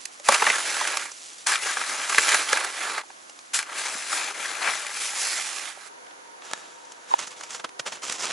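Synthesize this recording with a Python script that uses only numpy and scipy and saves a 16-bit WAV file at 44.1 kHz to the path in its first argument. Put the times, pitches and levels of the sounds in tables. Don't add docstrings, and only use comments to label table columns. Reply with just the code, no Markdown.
import sys
import numpy as np
from scipy import signal
from scipy.fft import rfft, irfft
from scipy.io import wavfile
from scipy.ndimage import uniform_filter1d, map_coordinates

SR = 44100
rng = np.random.default_rng(int(sys.argv[2]) if len(sys.argv) > 2 else 0)


def master(y):
    cut = np.clip(np.atleast_2d(y).T, -1, 1)
    pcm = np.round(cut * 32767)
    wavfile.write(sys.argv[1], SR, pcm.astype(np.int16))


N = 366912

# (frequency [Hz], level per Hz [dB])
HUSH_SPECTRUM = [(40, -34), (85, -24), (160, -17.5), (230, -11), (320, -5), (480, -4.5), (1000, 0),
                 (1700, -2.5), (2700, -9.5), (5200, -13.5), (6500, -9.5), (8700, -21.5), (10100, -10.5),
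                 (11000, -21)]
# (frequency [Hz], correlation [-1 to 1])
HUSH_LIKENESS = [(60, .6), (250, 0.13), (500, -0.19), (1000, -0.68), (2000, -0.54), (4000, 0.13),
                 (10000, 0.15)]
# (time [s], hold [s], level [dB])
TRICKLES = [(0.0, 0.011, -42.5), (0.112, 0.12, -51), (1.105, .22, -41.5), (1.378, .05, -48),
            (3.03, .5, -51.5)]
TRICKLE_ATTACK_S, TRICKLE_RELEASE_DB_PER_S = 0.0061, 110
# (frequency [Hz], level per Hz [dB])
CRUMB_SPECTRUM = [(60, -32), (150, -20), (280, -11.5), (800, -26), (2200, -1.5), (4500, 1), (7000, 3.5),
                  (8800, -1), (11000, -3.5)]
# (time [s], knock level [dB], crack level [dB], centre [Hz], base length [s])
BIG_BREAKS = [(0.0557, -54, -30.5, 2730, .0023), (0.199, -45, -44, 600, .002),
              (0.2885, -10.5, -16, 1114, .0035), (0.3233, -18, -22, 1190, .004),
              (0.344, -21, -21, 2420, .006), (0.4232, -15.5, -30, 1140, .003),
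              (0.4684, -16.5, -39, 1800, .0014), (0.5015, -17, -29.5, 1900, 0.0014),
              (0.768, -28.5, -32, 1080, 0.0025), (0.813, -24, -37, 1070, 0.0041),
              (0.8753, -30, -27, 1350, .004), (0.972, -26.5, -25, 1260, .0025),
              (1.47, -23.5, -21.5, 1900, .0034), (1.5386, -23.5, -38, 1980, 0.0011),
              (1.771, -23.5, -46, 1230, 0.0026), (1.815, -26.5, -36, 1340, 0.004),
              (2.0964, -27.5, -25, 1530, 0.0076), (2.1476, -22, -33, 1980, .0008),
              (2.1837, -10.5, -19.5, 1500, 0.0019), (2.29, -23, -21.5, 1780, 0.0061),
              (2.32, -22, -25, 1790, .002), (2.3452, -17.5, -22, 1380, .003), (2.491, -28, -36, 2900, .002),
              (2.5306, -16.5, -23, 1580, 0.0019), (2.573, -20.5, -29, 1550, 0.006),
              (2.647, -28, -28.5, 1380, 0.0043), (2.982, -25, -37, 1490, .007),
              (3.036, -44.5, -57, 900, 0.0008), (3.104, -42.5, -63, 930, 0.0013),
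              (3.545, -33, -23.5, 2240, .0018), (3.5905, -27, -25.5, 2050, .0007),
              (3.628, -34, -36, 1790, 0.0012), (4.131, -26, -44, 1500, .005), (4.675, -22, -45, 1480, .022),
              (4.867, -30.5, -36, 2110, .005), (5.774, -45, -59, 696, .0027)]
# (frequency [Hz], level [dB], time to fall 60 dB [s])
BLADE_MODES = [(243, -4, 0.032), (460, 0, 0.031), (582, -0.5, 0.036), (800, 1, 0.021), (888, 5, 0.012),
               (1140, 0.5, 0.018), (1325, 4, 0.01), (1610, 3.5, 0.015), (2010, 8, 0.0082), (2326, 0, 0.026),
               (3090, -15, 0.0087), (3980, -28, .015)]
# (frequency [Hz], level per Hz [dB])
CRYSTAL_SPECTRUM = [(60, -47), (300, -36.5), (800, -31), (2000, -6.5), (3500, -6.5), (5000, -5), (6500, -3),
                    (7600, -4), (8800, -8), (10800, -6)]
# (time [s], force on the edge [dB], looseness: hiss over rattle [dB])
CHOP_STROKE = [(0.24, -51.5, 14), (0.28, -32.5, -0.5), (0.33, -19.5, -4.5), (0.39, -29.5, 0),
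               (0.49, -24.0, -3), (0.64, -32.5, 2), (0.86, -29, -1), (1.03, -35.5, 0.0), (1.11, -49, 5.5)]
SCOOP_STROKE = [(1.58, -44, -2), (1.63, -32.5, 2), (2.07, -33.5, 0.5), (2.19, -28, 3.5),
                (2.35, -23.5, -0.5), (2.46, -34, 1.5), (2.53, -26, -1.5), (2.65, -31, -5.5),
                (2.73, -37.5, 1), (2.83, -29.5, -3.5), (2.99, -32, -6), (3.03, -49, -7)]
DRAG_STROKE = [(3.661, -44.5, -8.5), (3.79, -32.5, 2), (4.07, -37, 2), (4.14, -29, 2.5), (4.34, -36.5, -3),
               (4.46, -32.5, -1), (4.58, -35, -2.5), (4.68, -22.5, -7.0), (4.73, -30.5, -1),
               (4.89, -39.5, 1), (5.04, -36, 8.5), (5.13, -38.0, 4), (5.22, -33.5, 8), (5.69, -39, 1.5),
               (5.75, -50, 1.0), (5.88, -48.5, 2.5), (5.9, -70, -1.0)]
# (time [s], hold [s], force [dB], looseness [dB])
STABS = [(1.462, .075, -24.5, 0.5), (3.533, 0.027, -31.5, 8), (3.587, 0.0097, -33.5, -12)]
STAB_ATTACK_S, STAB_RELEASE_DB_PER_S = 0.0066, 338
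PACKING_LOSS = 0.1
# (frequency [Hz], level per Hz [dB])
PACKING_SPECTRUM = [(30, -33), (90, -31), (150, -19.5), (220, -10.5), (350, 0.5), (560, 2.5), (700, 4),
                    (1000, -2), (2000, -61), (8000, -75)]
# (frequency [Hz], level per Hz [dB])
RATTLE_SPECTRUM = [(100, -48), (350, -35), (650, -10.5), (900, -4.5), (1300, 1), (1700, 1.5), (2400, -2.5),
                   (3100, -5.5), (4200, -5.5), (11000, -51)]
CHIPS_PER_S = 11
CHIP_DB, CHIP_CRACK_DB = -2.5, -9
CHIP_CENTRE_HZ, CHIP_BASE_S = 1600, .002
# (time [s], level [dB], pitch [Hz], time to fall 60 dB [s])
HEAVY_PUSHES = [(0.29, -16, 570, 0.043), (0.291, -39, 232, 0.055), (2.182, -47, 75, 0.028),
                (2.53, -27.5, 545, 0.051), (3.952, -45, 267, 0.016), (7.796, -53, 125, 0.044)]
# (time [s], thud level [dB], crack level [dB], base length [s])
SMALL_SNAPS = [(1.118, -47, -37, 0.0025), (3.297, -47.5, -44.5, .002), (3.391, -47, -45.5, .002),
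               (6.068, -51, -70, .0023), (6.111, -51, -70, .003), (6.422, -45, -62, .0013),
               (6.852, -61, -49, .002), (6.921, -50, -42, 0.0022), (7.1916, -31.5, -29.5, .005),
               (7.274, -41, -35.5, 0.0043), (7.4103, -38.5, -40, 0.0022), (7.436, -38.5, -37, 0.0038),
               (7.548, -35, -35, 0.005), (7.5983, -36.5, -43, 0.0048), (7.692, -47, -48, .0014),
               (7.924, -37.5, -43, .003), (7.6461, -27.5, -39.5, 0.0036), (7.797, -29, -31, 0.0028),
               (7.8643, -32, -39, 0.0055), (8.034, -37, -36, .0036), (8.0985, -31, -29.5, .0012),
               (8.1243, -39, -27.5, 0.0016), (8.255, -35, -29, 0.0019)]
# (frequency [Hz], level per Hz [dB])
BOOT_SPECTRUM = [(30, -59), (90, -19), (200, -9), (420, -2.5), (800, -0.5), (1250, 1.5), (1900, -2),
                 (3000, -1), (5000, -6), (11000, -24)]
# (frequency [Hz], level per Hz [dB])
CRUNCH_SPECTRUM = [(200, -29), (1000, -16), (2500, -8.5), (4000, -10), (6000, -1.5), (7500, -3.5),
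                   (8800, -11), (11000, -13)]
# (centre [Hz], width of one filter pass [Hz], level [dB])
CAMP_BANDS = [(303, 41, -8), (401, 52, -4), (499, 36, 0.5), (755, 320, 3), (923, 77, 4), (1430, 440, 1.5)]
# (time [s], hold [s], level [dB])
GLOVE_RUBS = [(6.4, .04, -44), (6.58, 0.015, -58.5), (6.78, .22, -58), (7.055, 0, -44)]
RUB_ATTACK_S, RUB_RELEASE_DB_PER_S = 0.07, 56
# (time [s], level [dB])
POT_TAPS = [(6.514, -38.5), (6.535, -27.5), (6.577, -47)]
# (frequency [Hz], level [dB], time to fall 60 dB [s])
POT_MODES = [(930, 2, 0.016), (1308, 2, 0.02), (1700, 1, 0.035), (3418, -9, 0.016), (3780, -9, .1),
             (5620, -9, 0.023), (6570, -4, 0.015), (7200, -6, .02)]
# (time [s], hold [s], crunch level [dB], hiss level [dB])
FOOT_PRESSES = [(7.18, 0.047, -38.5, -39), (7.3, 0.0092, -44, -44), (7.358, 0.11, -50, -48.5),
                (7.488, 0.065, -43.5, -39), (7.854, 0.014, -35, -35), (7.915, 0.0059, -39, -37),
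                (7.949, 0.012, -46.5, -51), (8.016, 0.13, -38.5, -35.5), (8.18, 0.023, -38.5, -35.5),
                (8.219, .09, -33, -35)]
TREAD_ATTACK_S, TREAD_RELEASE_DB_PER_S = .012, 480
# (time [s], left over right [dB])
POSITIONS = [(0.0, -8), (0.07, -5.5), (0.14, -0.5), (1.13, -2.5), (1.62, 1.5), (2.73, -2), (4.7, 3.5),
             (5.65, -5), (5.88, -7), (5.93, -4.5), (7.16, 1.5), (7.21, -4), (7.37, -1.5), (8.32, -2)]
LEAD_S = .012
CEILING = .88
TOP_HZ = 11080


def amp(db):
    return np.exp(np.asarray(db) * (np.log(10) / 20))


def unit(x):
    return x / np.sqrt(np.mean(x ** 2) + 1e-20)


def blow(x):
    return x / np.linalg.norm(x) * np.sqrt(SR / 100)


def add(track, s, sound):
    part = track[max(round(s * SR), 0):][:len(sound)]
    part += sound[:len(part)]


def along(points, hz):
    f, v = np.transpose(points)
    return np.interp(np.log(hz + 1), np.log(f), v)


def wobble(rate):
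    step = 16
    coarse = np.arange(0, N + step, step)
    knots = rng.standard_normal(N // 60)
    curve = map_coordinates(knots, [coarse * rate / SR], order=2, mode="wrap")
    return np.interp(np.arange(N), coarse, curve)


def swell(s, attack, hold, release_db_per_s):
    track, t = np.zeros(N), np.arange(SR) / SR
    rise = np.clip(t / attack, 0, 1)
    fall = amp(-release_db_per_s * np.maximum(t - attack - hold, 0))
    add(track, s, rise * fall)
    return track


def colour(x, spectrum):
    size = 4096
    cepstrum = irfft(np.log(amp(along(spectrum, np.fft.rfftfreq(size, 1 / SR)))))
    cepstrum[1:size // 2] *= 2
    cepstrum[size // 2 + 1:] = 0
    response = irfft(np.exp(rfft(cepstrum)))
    return signal.oaconvolve(x, response)[:len(x)]


def focus(x, hz, q):
    return signal.lfilter(*signal.iirpeak(hz, max(q, .3), SR), x)


def grit(rate, spread_db, size=N):
    hits = np.flatnonzero(rng.random(size) < rate / SR)
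    spread, sign = rng.standard_normal((2, len(hits)))
    track = np.zeros(size)
    track[hits] = amp(spread_db * np.clip(spread, -2, 2)) * np.sign(sign)
    return unit(track)


def patchy(x, depth_db):
    z = signal.stft(x, nperseg=512)[2]
    field = uniform_filter1d(rng.standard_normal(z.shape), size=6, axis=0)
    field = uniform_filter1d(field, size=10, axis=1)
    return unit(signal.istft(z * amp(depth_db * unit(field)))[1][:N])


def burst(length, rate, snap=1):
    t = np.arange(SR // 10) / SR - LEAD_S
    u = t / max(length, .0005)
    run = grit(rate, spread_db=1.0, size=len(t)) * np.exp(-np.maximum(u, -2.5 * u))
    click = np.arange(len(t)) == round(LEAD_S * SR)
    return run / (np.linalg.norm(run) + 1e-9) + snap * click


def background_hush(level_db=-48.0):
    hz = np.fft.rfftfreq(N, 1 / SR)
    turn = np.arccos(np.clip(along(HUSH_LIKENESS, hz), -1, 1)) / 2
    noise = rfft(rng.standard_normal((2, N))) * amp(along(HUSH_SPECTRUM, hz))
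    mid, side = irfft(noise * [np.cos(turn), np.sin(turn)], N)
    hush = unit(np.array([mid + side, mid - side]))
    return amp(level_db + 0.61 * wobble(5)) * hush * amp([[-1], [1]])


def trickle(level_db=-1):
    patter = grit(7000, spread_db=7.0) * amp(0.6 * wobble(76))
    flow = sum(amp(db) * swell(s, TRICKLE_ATTACK_S, hold, TRICKLE_RELEASE_DB_PER_S)
               for s, hold, db in TRICKLES)
    return amp(level_db) * flow * unit(colour(patter, CRUMB_SPECTRUM))


def blade(x, weights_db):
    out = 0
    for (hz, db, t60), weight_db in zip(BLADE_MODES, weights_db):
        q = np.pi * hz * t60 / np.log(1000)
        out = out + amp(db + weight_db) * t60 * focus(x, hz, q)
    return out


def breaks(rows, knock_db=-0.5, crack_db=2.5, focus_q=3.26):
    track = np.zeros(N)
    for s, low_db, high_db, hz, length in rows:
        kick = burst(1.46 * length, rate=9900, snap=0.53)
        ring = blade(kick, rng.normal(0, 2.1, len(BLADE_MODES)))
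        knock = blow(focus(ring, hz, focus_q))
        crack = blow(colour(burst(1.1 * length, rate=18000, snap=0.031), CRYSTAL_SPECTRUM))
        both = amp(low_db + knock_db) * knock + amp(high_db + crack_db) * crack
        add(track, s - LEAD_S, both)
    return track


def stroke(rows, fade=0.018):
    t = np.arange(N) / SR
    s, force_db, loose_db = np.transpose(rows)
    gate = np.clip(np.minimum(t - s[0], s[-1] - t) / fade + .5, 0, 1)
    return gate * amp(np.interp(t, s, force_db)), np.interp(t, s, loose_db)


def contact(stab_packing_db=-6):
    drags = [stroke(rows) for rows in (CHOP_STROKE, SCOOP_STROKE, DRAG_STROKE)]
    stabs = [(amp(db) * swell(s, STAB_ATTACK_S, hold, STAB_RELEASE_DB_PER_S), loose_db)
             for s, hold, db, loose_db in STABS]
    packing = sum(force * amp(-PACKING_LOSS * loose_db) for force, loose_db in drags)
    packing = packing + amp(stab_packing_db) * sum(force for force, _ in stabs)
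    rattle = sum(force for force, _ in drags + stabs)
    hiss = sum(force * amp(loose_db) for force, loose_db in drags + stabs)
    return packing, rattle, hiss


def scrapes(packing, rattle, hiss, packing_db=-14, rattle_db=-3, ring_db=-4, hiss_db=2, wander_db=3):
    slips = 1.2 * wobble(70) + 1.4 * wobble(300)
    lumps = grit(2600, spread_db=4.5) * amp(slips)
    grains = grit(3200, spread_db=4.5) * amp(slips)
    crystals = grit(14000, spread_db=4.5) * amp(.7 * slips)
    pressed = grit(2500, spread_db=0) * amp(slips)
    push = unit(colour(patchy(pressed, depth_db=1.5), PACKING_SPECTRUM))
    weights_db = [wander_db * wobble(22) for _ in BLADE_MODES]
    ring = unit(blade(colour(lumps, RATTLE_SPECTRUM), weights_db))
    rasp = unit(colour(patchy(grains, depth_db=2.5), RATTLE_SPECTRUM))
    fine = unit(colour(patchy(crystals, depth_db=1.5), CRYSTAL_SPECTRUM))
    shaken = amp(rattle_db) * rasp + amp(ring_db) * ring
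    return amp(packing_db) * packing * push + rattle * shaken + amp(hiss_db) * hiss * fine


def spray(hiss, level_db=-10.5):
    side = amp(level_db) * hiss * unit(colour(grit(14000, spread_db=3), CRYSTAL_SPECTRUM))
    return np.array([side, -side])


def chips(force, scatter_db=3.5, scatter_octaves=0.85):
    start, end = CHOP_STROKE[0][0], DRAG_STROKE[-1][0]
    chance = rng.random((round(CHIPS_PER_S * (end - start)), 3))
    rows = []
    for when, size, pitch in chance:
        s = start + when * (end - start)
        force_db = 20 * np.log10(force[int(s * SR)] + 1e-6)
        db = force_db + CHIP_DB + scatter_db * (2 * size - 1)
        hz = CHIP_CENTRE_HZ * 2 ** (scatter_octaves * (2 * pitch - 1))
        rows.append((s, db, db + CHIP_CRACK_DB, hz, CHIP_BASE_S))
    return rows


def thumps(level_db=-1):
    track, t = np.zeros(N), np.arange(SR // 10) / SR
    for s, db, hz, t60 in HEAVY_PUSHES:
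        soft_start = 1 - np.exp(-2 * hz * t)
        swing = np.sin(2 * np.pi * hz * t) * amp(-60 * t / t60) * soft_start
        add(track, s, amp(db + level_db) * blow(focus(swing, hz, q=0.52)))
    return track


def snaps(thud_db=0, crack_db=0, centre_hz=1250):
    track = np.zeros(N)
    for s, low_db, high_db, length in SMALL_SNAPS:
        push = colour(burst(1.44 * length, rate=9000, snap=0.17), BOOT_SPECTRUM)
        thud = blow(1.4 * push + focus(push, centre_hz, q=1.2))
        crack = blow(colour(burst(2.2 * length, rate=10000, snap=0.16), CRUNCH_SPECTRUM))
        both = amp(low_db + thud_db) * thud + amp(high_db + crack_db) * crack
        add(track, s - LEAD_S, both)
    return track


def camp(level_db=-50, width_db=4, waver_db=2, start_s=5.895):
    noise = rng.standard_normal((2, N))
    bands = []
    for hz, width, db in CAMP_BANDS:
        band = focus(focus(noise, hz, hz / width), hz, hz / width)
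        bands.append(amp(db + waver_db * wobble(6.7)) * unit(band))
    mid, side = sum(bands)
    hum = unit(np.array([mid + amp(width_db) * side, mid - amp(width_db) * side]))
    return amp(level_db) * hum * (np.arange(N) / SR > start_s)


def pot_ring(x):
    return sum(amp(db) * t60 * focus(x, hz, np.pi * hz * t60 / np.log(1000))
               for hz, db, t60 in POT_MODES)


def pot(ring_db=-7, click_db=-4, body_db=-3, sing_db=-7, cloth_db=-2, hiss_db=-3):
    grip = sum(amp(db) * swell(s, RUB_ATTACK_S, hold, RUB_RELEASE_DB_PER_S)
               for s, hold, db in GLOVE_RUBS)
    rub = grit(7000, spread_db=3) * amp(1.8 * wobble(45))
    sing = amp(sing_db) * unit(pot_ring(rub))
    cloth = amp(cloth_db) * unit(colour(grit(5000, spread_db=2.5), BOOT_SPECTRUM))
    hiss = amp(hiss_db) * unit(colour(rub, CRUNCH_SPECTRUM))
    track = grip * (sing + cloth + hiss)
    for s, db in POT_TAPS:
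        tap = burst(length=0.0012, rate=16000, snap=2.5)
        ring = amp(ring_db) * blow(pot_ring(tap))
        click = amp(click_db) * blow(colour(tap, CRUNCH_SPECTRUM))
        body = amp(body_db) * blow(colour(tap, BOOT_SPECTRUM))
        add(track, s - LEAD_S, amp(db) * (ring + click + body))
    return track


def bump(s=7.139, level_db=-12, rub_db=-23, tick_db=-35, hz=890):
    track, centre = np.zeros((2, N))
    hit = colour(burst(length=0.0015, rate=11000, snap=1), BOOT_SPECTRUM)
    knock = blow(focus(focus(hit, hz, q=6), hz, q=.5))
    tick = blow(colour(burst(length=.002, rate=12000, snap=.2), BOOT_SPECTRUM))
    rubbing = colour(burst(length=0.015, rate=10000, snap=0), BOOT_SPECTRUM)
    rub = blow(focus(rubbing, hz=990, q=7))
    add(track, s - .025 - LEAD_S, amp(rub_db) * rub)
    add(track, s - LEAD_S, amp(level_db) * knock)
    add(centre, s - LEAD_S, amp(tick_db) * tick)
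    return track * np.array([amp([-1.3]), -amp([1.3])]) + centre


def tread(crunch_db=0.5, hiss_db=0):
    crunch = hiss = 0
    for s, hold, low_db, high_db in FOOT_PRESSES:
        weight = swell(s, TREAD_ATTACK_S, hold, TREAD_RELEASE_DB_PER_S)
        crunch = crunch + amp(low_db) * weight
        hiss = hiss + amp(high_db) * weight
    clumps = 1.0 * wobble(110) + 1.5 * wobble(400)
    low = unit(colour(grit(3500, spread_db=4) * amp(clumps), BOOT_SPECTRUM))
    high = unit(colour(grit(7000, spread_db=5) * amp(clumps), CRUNCH_SPECTRUM))
    return amp(crunch_db) * crunch * low + amp(hiss_db) * hiss * high


def outdoors(x, near_db=-12, trees_db=-27, near_t60=0.025, trees_t60=0.32):
    t = np.arange(SR // 2) / SR
    near = rng.standard_normal(len(t)) * amp(-60 * t / near_t60)
    trees = rng.standard_normal((2, len(t))) * amp(-60 * t / trees_t60)
    side = irfft(rfft(x) * 1j * unit(rfft(near, N).imag), N)
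    tail = signal.fftconvolve(x[None], trees / np.linalg.norm(trees[0]), axes=1)[:, :N]
    return x + amp(near_db) * side * [[1], [-1]] + amp(trees_db) * tail


def scene():
    lean_db = np.interp(np.arange(N) / SR, *np.transpose(POSITIONS)) / 2
    packing, rattle, hiss = contact()
    shovel = scrapes(packing, rattle, hiss) + breaks(BIG_BREAKS) + thumps() + trickle()
    small_breaks = breaks(chips(rattle))
    walker = tread() + snaps() + pot()
    around = bump() + background_hush() + camp()
    near = outdoors(shovel + walker + small_breaks) + spray(hiss)
    return near * amp([lean_db, -lean_db]) + around


def record(dry, low_cut_hz=45):
    hz = np.fft.rfftfreq(N, 1 / SR)
    bass = 1j * hz / (low_cut_hz + 1j * hz)
    top = amp(-np.clip((hz - TOP_HZ) / 8, 0, 100))
    return irfft(rfft(np.clip(dry, -CEILING, CEILING)) * bass * top, N)


dry = scene()
out = record(dry)
master(out)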